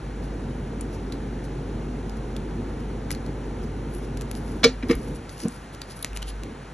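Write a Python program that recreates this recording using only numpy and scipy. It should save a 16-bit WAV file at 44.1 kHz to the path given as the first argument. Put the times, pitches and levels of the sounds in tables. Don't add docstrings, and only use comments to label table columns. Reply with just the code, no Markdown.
import sys
import numpy as np
from scipy import signal
from scipy.fft import rfft, irfft, next_fast_len
from scipy.io import wavfile

SR = 44100
rng = np.random.default_rng(int(sys.argv[2]) if len(sys.argv) > 2 else 0)


def pcm_store(signal):
    levels = np.round(np.clip(np.atleast_2d(signal), -1, 1) * 32767)
    wavfile.write(sys.argv[1], SR, levels.astype(np.int16).T)


N = 296793
TIME = np.arange(N) / SR

# snap time in seconds, drag before it in seconds, time to fall 60 dB
# in seconds, relative crack level in dB, ring pitch in Hz, relative ring level in dB.
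TICKS = [(0.81, 0.0011, 0.025, -46, 8670, -34), (1.1225, 0.00071, .024, -40, 4060, -37.5),
         (2.0955, 0.00066, 0.014, -42.5, 4960, -47), (2.365, 0.00068, 0.015, -37.5, 3520, -36),
         (3.1064, 0.0011, 0.01, -28, 2000, -30), (3.108, 0.00103, .014, -41, 4000, -36),
         (3.1147, 0.0013, 0.011, -31.5, 10000, -27), (3.1495, 0.0011, 0.011, -40, 4230, -39),
         (3.264, 0.0026, 0.018, -47.5, 3870, -49), (3.9495, .001, .008, -46, 10600, -40),
         (4.174, 0.0036, .014, -39.5, 2320, -44), (4.211, 0.00097, 0.013, -35.5, 7600, -39.5),
         (4.219, 0.0019, .025, -42, 7600, -54), (4.3138, .002, 0.0064, -33, 10360, -33),
         (4.352, 0.00036, .006, -36, 5300, -44), (4.9095, .0015, 0.025, -46, 5450, -36),
         (4.953, 0.0012, .012, -45, 11000, -38), (5.294, 0.00073, 0.0093, -39, 4770, -34.5),
         (5.301, 0.0017, .01, -55, 6560, -46), (5.402, 0.0021, 0.027, -41, 5400, -44),
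         (5.4838, 0.00046, 0.0037, -41, 8440, -27.5), (5.749, 0.003, 0.01, -43, 3700, -50),
         (5.817, 0.00048, 0.017, -33.5, 4590, -35.5), (5.992, 0.00067, 0.0052, -41, 10700, -45),
         (6.027, 0.0024, 0.011, -43, 10720, -26.5), (6.029, 0.0011, 0.0092, -49, 4000, -31),
         (6.0461, 0.00053, 0.0073, -19.5, 1930, -33.5), (6.132, 0.00063, 0.0071, -44, 2680, -41),
         (6.164, 0.0021, 0.015, -36.5, 2920, -37), (6.1725, 0.0009, 0.0082, -27.5, 2850, -31.5),
         (6.221, .0015, 0.019, -41, 3070, -38), (6.2277, 0.0025, 0.0073, -34, 3110, -32.5),
         (6.229, 0.00101, .008, -44, 4000, -36), (6.435, 0.00072, 0.0043, -35, 2750, -32)]
# multiple of the ring pitch, relative level in dB.
EDGE_PARTIALS = [(.8, -12.5), (1, 1.5), (1.3, -12)]
CRACK_LOW_HZ, CRACK_TOP_HZ = 520, 11500
MIDDLE_HZ = 3980
TILT_DB = 0
SLOPE_CHANGE_DB = -0.5
RING_Q = 2.8


def card_ticks(level_db, tone_db, rasp_db):
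    t, out = TIME[:SR // 20], np.zeros(N)
    for snap_s, drag_s, t60, crack_db, ring_hz, ring_db in TICKS:
        envelope = swell(t, drag_s, t60)
        crack = even_crack(envelope, TILT_DB + SLOPE_CHANGE_DB * np.log2(ring_hz / MIDDLE_HZ))

        rasp = rng.standard_normal(len(t))
        for _ in range(2):
            rasp = resonate(rasp, ring_hz, ring_hz / RING_Q)
        rasp = rms_one(rasp)

        tone = sum((-1) ** k * from_db(db) * np.sin(2 * np.pi * ratio * ring_hz * t)
                   for k, (ratio, db) in enumerate(EDGE_PARTIALS))
        ring = envelope * (from_db(tone_db) * tone + from_db(rasp_db) * rasp)

        start = int((snap_s - drag_s) * SR)
        out[start:start + len(t)] += from_db(crack_db) * crack + from_db(ring_db) * ring
    return from_db(level_db) * butter(out, CRACK_TOP_HZ, "low", order=10)


def even_crack(envelope, tilt_db):
    size = len(envelope)
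    hz = np.maximum(np.arange(size // 2 + 1) * SR / size, CRACK_LOW_HZ)
    phase = np.angle(rfft(envelope * rng.standard_normal(size)))
    crack = irfft(np.exp(1j * phase) * from_db(tilt_db * np.log2(hz / MIDDLE_HZ)), size)
    crack = crack * np.linspace(1, 0, size) ** 2
    in_band = butter(crack, (CRACK_LOW_HZ, CRACK_TOP_HZ), "band", order=3)
    return rms_one(in_band) * np.sqrt(np.mean(envelope ** 2))


# middle in seconds, length in seconds,
# relative level in dB, scrape pitch in Hz.
SLIDES = [(0.242, 0.028, -55.5, 4500), (0.942, 0.049, -55.5, 5700), (1.14, .018, -59, 4150),
          (1.45, 0.024, -55, 6000), (2.172, .02, -60, 5300), (2.698, .02, -63, 4400),
          (2.803, 0.018, -60, 5400), (3.122, 0.025, -45, 5400), (3.634, 0.03, -58, 5500),
          (3.957, 0.081, -57, 10900), (4.04, 0.04, -57.5, 5500), (4.373, 0.03, -55, 10800),
          (4.909, 0.04, -43.5, 5340), (5.083, 0.013, -55, 6200), (5.159, 0.019, -52.5, 7700),
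          (5.417, 0.068, -50.5, 6040), (5.74, 0.027, -53, 3700), (5.911, 0.052, -49.5, 4200),
          (5.972, 0.032, -52.5, 10700), (6.009, .018, -54, 10700), (6.159, 0.022, -51, 10700),
          (6.289, 0.037, -43.5, 3600)]
# frequency in Hz, relative level in dB per Hz.
SLIDE_COLOUR = [(1200, -7), (2800, 4.5), (4100, -3.5), (5700, -1.5), (8000, 4), (10500, 13), (11800, -0.5),
                (14000, -48)]
# start in seconds, end in seconds, relative level in dB.
RUSTLES = [(2.15, 3.27, -88), (4.32, 4.58, -59), (4.93, 5.13, -57), (5.3, 5.55, -56)]


def card_slides(rough_db, grit_db, ring_db, ring_q, flicker_db, shifts_per_s):
    scrape = grains(rough_db) + from_db(grit_db) * grit(per_s=350, spread_db=7.0)
    friction = rms_one(coloured(scrape, SLIDE_COLOUR))

    grip = np.clip(rng.standard_normal(1000), -2, 2)
    grip_now = np.interp(TIME * shifts_per_s, np.arange(len(grip)), grip)
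    out = friction * spells(RUSTLES, rise_s=0.014, t60=0.47) * from_db(flicker_db * grip_now)

    for middle_s, length, db, hz in SLIDES:
        span = abs(TIME - middle_s) < 2 * length
        envelope = np.exp(-(2 * (TIME[span] - middle_s) / length) ** 2)
        stroke = friction[span] * from_db(db) * envelope
        out[span] += stroke + from_db(ring_db) * resonate(stroke, hz, hz / ring_q)
    return out


# frequency in Hz, width in Hz, relative level in dB.
CARD_MODES = [(2960, 890, -10), (4820, 880, 10.5)]


def card_ring(x):
    return x + sum(from_db(db) * resonate(x, hz, width) for hz, width, db in CARD_MODES)


# start in seconds, contact in seconds,
# relative chatter level in dB, frequency in Hz above which the chatter is dull,
# relative ring level in dB, ring pitch in Hz.
KNOCKS = [(4.632, 0.0057, -18, 3600, -28.5, 2260), (4.64, 0.0077, -11, 6430, -18, 3400),
          (4.657, .002, -32, 6500, -60, 3400), (4.6765, 0.0027, -39, 4500, -52, 3900),
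          (4.8256, 0.0077, -31, 2200, -49, 1900), (4.8922, 0.0034, -29, 2900, -50, 3000),
          (4.8976, 0.0053, -25, 2600, -48, 1200), (4.9097, 0.0046, -21.5, 2720, -40.5, 5000),
          (4.9297, 0.0033, -32, 2900, -62, 2500), (4.941, 0.0018, -41, 2900, -64, 1900),
          (5.444, .02, -38, 900, -76, 600), (5.4571, 0.0034, -34, 1300, -70, 1800),
          (6.0467, .0015, -27, 950, -56, 700)]
# frequency in Hz, relative level in dB, time to fall 60 dB in seconds.
CLACK_MODES = [(624, 8, .13), (1158, 7.5, .06), (1420, -12, 0.18), (1810, 2, 0.11), (1900, -12, .17),
               (2262, 6, 0.043), (2756, -18.5, 0.23), (3028, -10, 0.073), (3400, -0.5, 0.06),
               (3920, 7, 0.028), (4080, -13, .16), (4330, 1, 0.048), (5080, 3.5, 0.064), (5350, 4, 0.041),
               (5800, -6, 0.095), (6340, -4, 0.084), (6680, -10, 0.13)]
# frequency in Hz, relative level in dB per Hz.
CLACK_COLOUR = [(70, 1), (300, 1.5), (700, -6.5), (1200, -3.5), (2300, 0), (3000, 0.5), (4100, 2),
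                (6000, 0), (8000, 1), (10500, 5), (11500, -2), (12500, -35), (14000, -55)]
SETTLE_S, SETTLE_DB, SETTLE_T60_S = 0.0098, -26, 0.12
CRACKLE_DB = -0.5


def deck_clacks(release_t60, direct_db, body_db, width_hz):
    chatter = grains(rough_db=3.5) + from_db(CRACKLE_DB) * grit(per_s=870, spread_db=3.0)
    force = np.zeros(N)
    for start_s, length, db, dull_hz, *_ in KNOCKS:
        span = slice(int(start_s * SR), int(start_s * SR) + SR // 2)
        landing = burst(start_s, length, release_t60, TIME[span])
        settling = burst(start_s + length, SETTLE_S, SETTLE_T60_S, TIME[span])
        contact = landing + from_db(SETTLE_DB) * settling
        force[span] += from_db(db) * contact * rms_one(butter(chatter[span], dull_hz, "low", order=3))
    body = sum(from_db(db) * resonate(force, hz, width_hz) for hz, db, _ in CLACK_MODES)
    return coloured(from_db(direct_db) * force + from_db(body_db) * body, CLACK_COLOUR)


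def wood_ring(falloff_db):
    return sum(strike(start_s, length, CLACK_MODES,
                      lambda hz: db - falloff_db * abs(np.log2(hz / pitch)))
               for start_s, length, _, _, db, pitch in KNOCKS)


# start in seconds, build-up in seconds, relative level in dB,
# favoured pitch in Hz, multiplier of the modes' ring times.
THUDS = [(4.6337, 0.017, -13.4, 265, 1.36), (4.6418, .0179, -3.5, 509, 0.91),
         (4.8294, 0.0055, -18.5, 256, 0.77), (4.8913, 0.015, -5.5, 294, 0.29),
         (4.9061, 0.0075, -8.9, 389, 1.13), (4.941, .013, -17.5, 52, 0.64),
         (5.4237, 0.022, -22.5, 300, .67), (5.4459, 0.0083, -12, 204, .4), (5.454, .005, -25.5, 442, 0.91),
         (5.468, 0.0061, -21.5, 232, .79), (6.047, .003, -36, 495, .4)]
# frequency in Hz, relative level in dB,
# time to fall 60 dB in seconds, before that multiplier.
TABLE_MODES = [(51, 1.5, 0.28), (133, 2, 0.094), (181, -5, 0.23), (226, -3.5, 0.11), (255.7, -2.5, 0.16),
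               (325, -3.5, 0.04), (366, -11.5, 0.084), (461.5, 1.5, 0.083), (530, -16.5, 0.13)]


def table_thuds(falloff_db):
    return sum(strike(start_s, build_s, TABLE_MODES,
                      lambda hz: db - falloff_db * abs(np.log2(hz / pitch)), share)
               for start_s, build_s, db, pitch, share in THUDS)


# start in seconds, end in seconds, level in dB.
RUMBLE_SPELLS = [(0, .25, -36.5), (.17, 4.62, -32.8), (4.83, 5.14, -33.2), (6.41, 6.5, -36.5)]
# start in seconds, end in seconds, rms level in dB.
HUM_SPELLS = [(0, 5.14, -34), (6.07, 6.42, -33)]
# frequency in Hz, relative level in dB per Hz.
RUMBLE_COLOUR = [(30, -6), (60, -6.5), (95, 0), (112, -2.5), (138, 3), (175, -6.5), (225, 1), (300, -4.5),
                 (460, -7.5), (600, -19.5), (900, -20), (1600, -45.5), (4000, -82)]
AIR_COLOUR = [(25, -18), (60, -3), (140, 3.5), (280, -4), (500, -4.5), (620, -10.5), (860, -8),
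              (1020, -11.5), (1500, -11), (2800, -19.5), (5000, -25.5), (7500, -28), (10700, -28),
              (11800, -54.5), (13000, -79)]
HUM_HZ = 49.9
RUMBLE_REST_DB, HUM_REST_DB = -47.5, -45
AIR_DB = -42


def drone():
    hum_gain = np.maximum(spells(HUM_SPELLS, rise_s=0.035, t60=0.22), from_db(HUM_REST_DB))
    rumble_gain = np.maximum(spells(RUMBLE_SPELLS, rise_s=0.021, t60=0.84), from_db(RUMBLE_REST_DB))
    hum = np.sqrt(2) * hum_gain * np.sin(2 * np.pi * HUM_HZ * TIME)
    rumble = rumble_gain * diffuse(RUMBLE_COLOUR)
    air = from_db(AIR_DB) * diffuse(AIR_COLOUR)
    return hum + rumble + air


# frequency in Hz, side level minus mid level in dB.
SPREAD = [(100, -50), (300, -18.5), (700, -3.5), (1300, -5.5), (2500, -32), (10000, -50)]


def diffuse(colour):
    mid, side = rng.standard_normal((2, N))
    both_ports = mid + coloured(side, SPREAD) * [[1], [-1]]
    return rms_one(coloured(both_ports, colour))


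def room(x, t60, wet_db, dull_hz):
    t = TIME[:SR // 2]
    echoes = butter(rng.standard_normal(len(t)), dull_hz, "low", order=1)
    tail = echoes * from_db(-60 * t / t60) * (t > .004)
    tail = tail / np.sqrt(np.sum(tail ** 2))
    return x + from_db(wet_db) * signal.fftconvolve(x, tail)[:N]


def strike(start, rise_s, modes, weight_db, ring_share=1):
    t, out = TIME[:SR // 2], np.zeros(N)
    ring = 0
    for k, (hz, db, t60) in enumerate(modes):
        gain = (-1) ** k * from_db(db + weight_db(hz))
        ring = ring + gain * swell(t, rise_s, t60 * ring_share) * np.sin(2 * np.pi * hz * t)
    out[int(start * SR):int(start * SR) + len(t)] = ring
    return out


def grains(rough_db):
    steps = rng.standard_normal(N // 40 + 2)
    catch = np.interp(np.linspace(0, len(steps) - 1, N), np.arange(len(steps)), steps)
    return rms_one(rng.standard_normal(N) * from_db(rough_db * np.clip(catch, -2, 2)))


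def grit(per_s, spread_db):
    sizes = from_db(spread_db * np.minimum(rng.exponential(1, N), 3)) * rng.choice([-1, 1], N)
    return rms_one(sizes * (rng.random(N) < per_s / SR))


def swell(t, rise_s, t60):
    return np.minimum(t / rise_s, 1) * from_db(-60 * np.maximum(t - rise_s, 0) / t60)


def burst(start, length, t60, t=TIME):
    return (t >= start) * from_db(-60 * np.clip((t - start - length) / t60, 0, 3))


def spells(rows, rise_s, t60):
    return np.max([from_db(db) * np.clip((TIME - start) / rise_s, 0, 1) * burst(start, end - start, t60)
                   for start, end, db in rows], axis=0)


def resonate(x, hz, width):
    r = np.exp(-np.pi * width / SR)
    feed = np.array([1, 0, -1]) * (1 - r * r) / 2
    feedback = [1, -2 * r * np.cos(2 * np.pi * hz / SR), r * r]
    return signal.lfilter(feed, feedback, x + 1e-18)


def butter(x, hz, kind, order=2):
    edge_hz = np.minimum(hz, SR / 2 - 1000)
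    return signal.sosfilt(signal.butter(order, edge_hz, kind, fs=SR, output="sos"), x + 1e-18)


def coloured(x, colour):
    return filtered(x, lambda hz: from_db(at_hz(colour, hz)))


def filtered(x, response):
    size = next_fast_len(N + SR // 4, True)
    hz = np.maximum(np.arange(size // 2 + 1) * SR / size, 1)
    return irfft(rfft(x, size) * response(hz), size)[..., :N]


def at_hz(points, hz):
    points = np.array(points)
    return np.interp(np.log(hz), np.log(points[:, 0]), points[:, 1])


def from_db(db):
    return 10 ** (np.asarray(db) / 20)


def rms_one(x):
    return x / np.sqrt(np.mean(x ** 2) + 1e-20)


def scene():
    slides = card_slides(rough_db=1.5, grit_db=-4.0, ring_db=2.5, ring_q=4.1, flicker_db=3, shifts_per_s=25)
    ticks = card_ticks(level_db=3.5, tone_db=-3, rasp_db=-2.5)
    cards = room(ticks + card_ring(slides), t60=0.19, wet_db=-15, dull_hz=7100)
    clacks = deck_clacks(release_t60=0.012, direct_db=-4.0, body_db=-8, width_hz=130)
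    clacks = room(clacks, t60=0.17, wet_db=-13, dull_hz=6000)
    wood = wood_ring(falloff_db=7.5) + table_thuds(falloff_db=25.5)
    return cards + clacks + wood + drone()


# frequency in Hz, lead of the left in radians.
PORT_PHASE = [(20, 0), (600, 0), (1100, -.8), (1800, 0), (2600, .7), (4000, .8), (4600, 1.6), (5200, 4.8),
              (5800, 6.2), (8800, 9.3), (10500, 10.7), (12000, 12.5)]
# frequency in Hz, left minus right in dB.
PORT_BALANCE = [(300, 0), (700, -2), (1300, 2.5), (2500, 0), (5000, 0), (9000, 3.5)]
CUTOFF_HZ = 14200


def record(dry):
    left = filtered(dry[0], lambda hz: from_db(at_hz(PORT_BALANCE, hz) / 2))
    right = filtered(dry[1], lambda hz: from_db(-at_hz(PORT_BALANCE, hz) / 2)
                     * np.exp(-1j * at_hz(PORT_PHASE, hz)))
    rounded = np.tanh(butter(np.array([left, right]), 34.0, "high", order=4))
    top_cut = signal.ellip(10, .1, 80, CUTOFF_HZ, fs=SR, output="sos")
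    return signal.sosfilt(top_cut, rounded)


dry = scene()
out = record(dry)
pcm_store(out)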